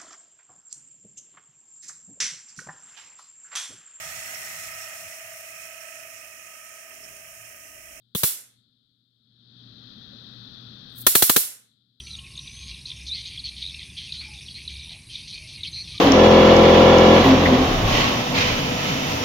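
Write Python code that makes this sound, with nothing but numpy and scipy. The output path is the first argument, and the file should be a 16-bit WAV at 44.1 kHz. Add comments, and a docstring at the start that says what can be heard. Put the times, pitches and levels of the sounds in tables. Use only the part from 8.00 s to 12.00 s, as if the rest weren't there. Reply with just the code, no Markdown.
"""A high-voltage module on a desk in a small room, stereo microphone close to the spark gap.
Over a faint hum, two sparks jump the gap; each crack clatters off the desk and leaves a bright tail.
In the pause the hum and a hiss on the left swell, and something is touched softly. A faint whine and
corona sizzle lead into a run of five cracks that overload the microphone, while hum and hiss sink."""
import sys
import numpy as np
from scipy import signal
from scipy.fft import rfft, irfft, next_fast_len
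from scipy.io import wavfile
from scipy.ndimage import uniform_filter1d, map_coordinates

SR = 44100
rng = np.random.default_rng(int(sys.argv[2]) if len(sys.argv) > 2 else 0)


def wav_record(signal):
    """Record a signal, one row per channel, as 16-bit PCM in the file named by sys.argv[1]."""
    frames = np.transpose(np.atleast_2d(signal))
    bounded = np.clip(frames, -1, 1)
    # unit amplitude maps onto the largest positive 16-bit level
    quanta = np.round(bounded * 32767).astype(np.int16)
    wavfile.write(sys.argv[1], SR, quanta)


N = 176400
T = np.arange(N) / SR

# The small room's reverberation. Each row: frequency in Hz, relative level in dB, nominal t60 in seconds.
ROOM_BANDS = [(50, -74.5, 0.34), (200, -73.5, 0.4), (455, -74.5, 0.89), (850, -75.5, 0.63),
              (1600, -71.5, 0.77), (2690, -67.5, 0.59), (3840, -61, .44), (5800, -61, 0.52),
              (8600, -56.5, 0.49), (11290, -52.5, 0.4), (13300, -51, 0.35), (15800, -50.5, 0.23),
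              (16370, -66.5, .25)]


def amp(db):
    """Decibels to gain."""
    return 10 ** (np.asarray(db) / 20)


def along(points, hz):
    """(Hz, value) points read on a log axis."""
    freqs, values = np.transpose(points)
    return np.interp(np.log(hz + 1), np.log(freqs + 1), values)


def curves(rows):
    """One value per sample for each column after the time."""
    times, *columns = np.transpose(rows)
    return [np.interp(T, times, column) for column in columns]


def unit(x):
    """Scale to rms 1."""
    return x / np.sqrt(np.mean(x ** 2) + 1e-20)


def pan(db):
    """Left and right gains for a level difference."""
    return amp(np.array([[.5], [-.5]]) * db)


def filtered(x, gain):
    """x times a gain that depends on frequency."""
    n = x.shape[-1]
    padded = next_fast_len(n + SR // 10)
    return irfft(rfft(x, padded) * gain(np.fft.rfftfreq(padded, 1 / SR)), padded)[..., :n]


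def noise(spectrum, size=N):
    """Two unrelated noises with the given dB per Hz."""
    white = rng.standard_normal((2, size))
    return filtered(white, lambda hz: amp(along(spectrum, hz))) * np.sqrt(SR / 2)


def noise_band(hz, width_hz, size=N):
    """Two unrelated noises in a bell-shaped band."""
    return filtered(rng.standard_normal((2, size)), lambda f: np.exp(-.5 * ((f - hz) / width_hz) ** 2))


def background():
    """Hum, hiss and room air swell and sink together; the faint air sinks furthest."""
    # The swell. Each row: time in seconds, gain in dB.
    swell = [(0, -24.5), (.6, -20.5), (1.1, -24.5), (1.25, -20), (1.45, -11), (1.62, -4.5), (1.9, -0.5),
             (2.45, 1), (3.05, 1), (3.15, -21.5), (3.7, -21), (4, -23)]
    # Low hum, hiss and room air. Each row: frequency in Hz, level in dB per Hz before the swell.
    hum_spectrum = [(20, -92.5), (50, -88), (95, -83), (119, -72.5), (158, -80), (205, -74), (250, -74),
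                    (320, -87.5), (480, -96.5), (900, -115), (2000, -140)]
    hiss_spectrum = [(1000, -112), (1400, -92.5), (2200, -115), (2900, -100), (3200, -77.5), (3600, -73.5),
                     (4200, -76.5), (4800, -86), (5400, -99), (6600, -130)]
    air_spectrum = [(100, -87), (480, -91), (950, -97), (1400, -87.5), (1900, -91.5), (2200, -106),
                    (2550, -92.5), (2900, -98.5), (5500, -94.5), (6300, -103), (6900, -133), (9000, -132),
                    (13000, -118), (16000, -113)]
    # The air on the right. Each row: frequency in Hz, level in dB against the left.
    air_right = [(500, -3.5), (950, -4.5), (1400, -15), (1900, -12), (2200, -3), (2550, -12), (3600, -7),
                 (5500, -25), (7000, -4.5)]
    swell_db, = curves(swell)
    left, other = noise(hum_spectrum)
    alike = .85
    right = alike * left + np.sqrt(1 - alike ** 2) * other
    hum = pan(db=4.5) * (drone() + np.array([left, right]))
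    hiss = noise(hiss_spectrum) * [[1], [0]]
    air = filtered(noise(air_spectrum), lambda hz: amp(np.array([0 * hz, along(air_right, hz)])))
    return amp(swell_db) * (hum + hiss) + amp(1.5 * swell_db) * air


def drone(hz=119):
    """The hum's main line, wavering in level and phase."""
    waver = map_coordinates(rng.standard_normal(64), [T * 8])
    return amp(-51.5 + 3.5 * waver) * np.sin(2 * np.pi * hz * T + .5 * waver)


def microphone_noise():
    """The microphone's own steady hiss."""
    # Noise floor. Each row: frequency in Hz, level in dB per Hz.
    floor = [(1000, -135), (16000, -134)]
    return noise(floor)


def sparks():
    """Every breakdown of the gap: crack and thump, metallic ring, hollow knock, echoes and stand."""
    # The sparks. Each row: start in seconds, crack gain in dB, room gain in dB, echo build-up in
    # seconds, thump in Hz, thump gain in dB, ring gain in dB, knock in Hz, knock gain in dB.
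    discharges = [(.1495, -18, -7, .02, 170.5, -20, -21.5, 364, -26),
                  (0.2335, -6, -2, 0.009, 139, -20, -35.5, 555, -27),
                  (3.0663, 2, 0, .002, 59.4, -21, -19, 450, -16.5),
                  (3.1522, -1, 0.5, 0.0018, 173, -24, -21, 619, -21.5),
                  (3.223, 0, -0.5, 0.0016, 124, -22.5, -30.5, 400, -21.5),
                  (3.2953, -.5, -3.2, .003, 168, -23.5, -28.5, 1220, -15),
                  (3.3625, -0.5, -1.4, 0.0021, 201, -22, -27, 418, -15)]
    out, t = np.zeros((2, N + SR)), T[:SR // 2]
    walls = noise(np.array(ROOM_BANDS)[:, :2], size=len(t))
    knots = rng.standard_normal(2048)

    def clutter(hz, spacing_hz=50.3):
        """Narrow resonances of the things on the desk."""
        depth_db = 2.5 * np.clip(hz / 2500, 0, 1)
        return unit(amp(depth_db * map_coordinates(knots, [hz / spacing_hz])))

    for start, crack_db, room_db, build_s, thump_hz, thump_db, ring_db, knock_hz, knock_db in discharges:
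        shock = amp(crack_db) * crack(t) + amp(thump_db) * thump(t, thump_hz)
        ring = amp(ring_db) * resonance(t, hz=3590, width_hz=350, t60=.054)
        knock = amp(knock_db) * resonance(t, hz=knock_hz, width_hz=110, t60=.035)
        room = amp(room_db) * (echoes(t, walls, clutter, build_s) + stand(t))
        onset = round(start * SR)
        out[:, onset:onset + len(t)] += shock + ring + knock + room
    return out[:, :N]


def crack(t, attack_s=.00014, hold_s=.0044, fall_db_per_s=1497.5):
    """The spark's shock hits the close microphone, holds for a few milliseconds, then drops away."""
    # Colour of the crack. Each row: frequency in Hz, relative level in dB.
    colour = [(24, -34.5), (40, -18.5), (362, 1), (488, -4), (785, -7), (1110, 0.5), (1260, 0.5),
              (1540, -5.5), (1750, 0), (1980, -8), (2420, -4.5), (2670, -6.5), (3350, -2), (3610, -7),
              (3990, 0.5), (4520, -6), (5260, -9.5), (6110, -3), (6750, -11), (8240, -4), (10100, -3.5),
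              (10900, -2), (15800, -5)]
    # Its stereo width. Each row: frequency in Hz, left-right correlation.
    likeness = [(100, .05), (500, 0.31), (1200, 0.058), (2500, 0.066), (5000, .2), (14000, 0.32)]
    # Its lean. Each row: frequency in Hz, left minus right in dB.
    balance = [(100, -7), (220, 5), (420, -5), (650, -6), (1000, 0), (2400, -5), (4400, 7.5), (9000, -1),
               (15000, 3)]

    def mid_side_gains(hz):
        angle = np.arccos(along(likeness, hz)) / 2
        return np.array([np.cos(angle), np.sin(angle)])

    mid, side = filtered(noise(colour, size=len(t)), mid_side_gains)
    burst = unit(filtered(np.array([mid + side, mid - side]), lambda hz: pan(along(balance, hz))))
    envelope = np.minimum(t / attack_s, 1) * amp(-8 - fall_db_per_s * np.maximum(t - hold_s, 0))
    return envelope * burst


def thump(t, hz, delay_s=.0068, width_s=.004):
    """A low swing of a cycle or two just behind the shock."""
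    phase = rng.uniform(0, 2 * np.pi) + rng.normal(0, 0.69, (2, 1))
    return np.exp(-((t - delay_s) / width_s) ** 2) * np.sin(2 * np.pi * hz * t + phase)


def resonance(t, hz, width_hz, t60):
    """A ring or knock: a narrow band of noise that dies quickly."""
    fade = amp(-60 * t / t60)
    return unit(noise_band(hz, width_hz, len(t)) * fade) * np.sqrt(np.mean(fade ** 2))


def echoes(t, walls, clutter, build_s):
    """Spiky reflections from the desk, then the room's tail, largely the same for every spark."""
    # Lean of the tail. Each row: frequency in Hz, left minus right in dB.
    balance = [(200, 1.5), (4000, 3), (8500, -5.5), (15000, -1.5)]
    # Near reflections off the desk. Each row: frequency in Hz, relative level in dB.
    desk_colour = [(100, -72.5), (1000, -59), (4000, -68.5), (9000, -61.5), (15000, -65)]
    shared, steepen_db_per_s2, desk_t60 = .88, 109.5, .012
    room = np.array(ROOM_BANDS)
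    field = np.sqrt(shared) * walls + np.sqrt(1 - shared) * noise(room[:, :2], size=len(t))
    field = filtered(field, lambda hz: clutter(hz) * pan(along(balance, hz)))
    hz, age, bands = signal.stft(field, SR, nperseg=256)
    t60 = along(room[:, ::2], hz)[:, None]
    fade = amp(-60 * age / t60 - steepen_db_per_s2 * age ** 2)
    tail = signal.istft(bands * fade, SR, nperseg=256)[1][:, :len(t)]
    spikes_db = 5 * unit(uniform_filter1d(rng.standard_normal((2, len(t))), size=12))
    desk = noise(desk_colour, size=len(t)) * unit(amp(spikes_db)) * amp(-60 * t / desk_t60)
    return (tail + desk) * (1 - np.exp(-t / build_s))


def stand(t):
    """The metal stand that holds the wires rings faintly after each shock."""
    # Its modes. Each row: frequency in Hz, relative level in dB, t60 in seconds.
    modes = [(473, -50, 0.36), (1296, -55.5, 0.56), (1726, -54, 0.46), (2140, -55, 0.41), (2950, -48, 0.27),
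             (3440, -35, 0.39), (3920, -41, .14), (4220, -40, .13)]
    return sum(amp(db - 60 * t / t60) * np.sin(2 * np.pi * hz * t + rng.uniform(0, 2 * np.pi, (2, 1)))
               for hz, db, t60 in modes)


def tap(start_s=2.13, attack_s=.001, t60=.1):
    """Something is touched softly during the pause."""
    t = np.maximum(T - start_s, 0)
    body = unit(noise_band(hz=520, width_hz=70))
    return body * amp(-50 - 60 * t / t60) * (1 - np.exp(-t / attack_s))


def charging(jitter_hz=128, rough_db=.5):
    """The converter whines as it takes up load, and corona sizzles before the gap breaks down."""
    # Corona as the voltage builds. Each row: time in seconds, level in dB.
    corona = [(2.88, -103.5), (2.926, -66), (2.95, -66), (2.96, -50), (2.975, -46), (2.987, -36.5),
              (2.998, -41.5), (3.018, -33.5), (3.034, -51.5), (3.06, -46.5), (3.075, -86.5)]
    # Colour of its sizzle. 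Each row: frequency in Hz, relative level in dB.
    colour = [(2000, -34.5), (5000, -20), (8500, -13.5), (11000, -5.5), (14000, -0.5), (16000, -4)]
    # The converter's whine. Each row: time in seconds, pitch in Hz, level in dB.
    converter = [(2.89, 10420, -100.5), (2.9, 9520, -69), (2.925, 8370, -82), (2.96, 8400, -62),
                 (3.06, 8170, -68.5), (3.08, 8400, -100)]
    corona_db, = curves(corona)
    sputter, jitter = unit(uniform_filter1d(rng.standard_normal((2, N)), size=60))
    sizzle = amp(corona_db) * unit(noise(colour) * amp(rough_db * sputter))
    hz, whine_db = curves(converter)
    whine = amp(whine_db) * np.sin(2 * np.pi * np.cumsum(hz + jitter_hz * jitter) / SR)
    powered = (T > corona[0][0]) & (T < corona[-1][0])
    return pan(db=.5) * (sizzle + whine) * powered


def scene():
    """Sparks and their build-up over the background, heard from close by."""
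    return sparks() + charging() + background() + tap() + microphone_noise()


def record(dry, top_hz=15950):
    """The loud cracks clip at full scale, and the treble ends steeply at the band limit."""
    return filtered(np.clip(dry, -1, 1), lambda hz: 1 / np.sqrt(1 + (hz / top_hz) ** 240))


dry = scene()
out = record(dry)
wav_record(out)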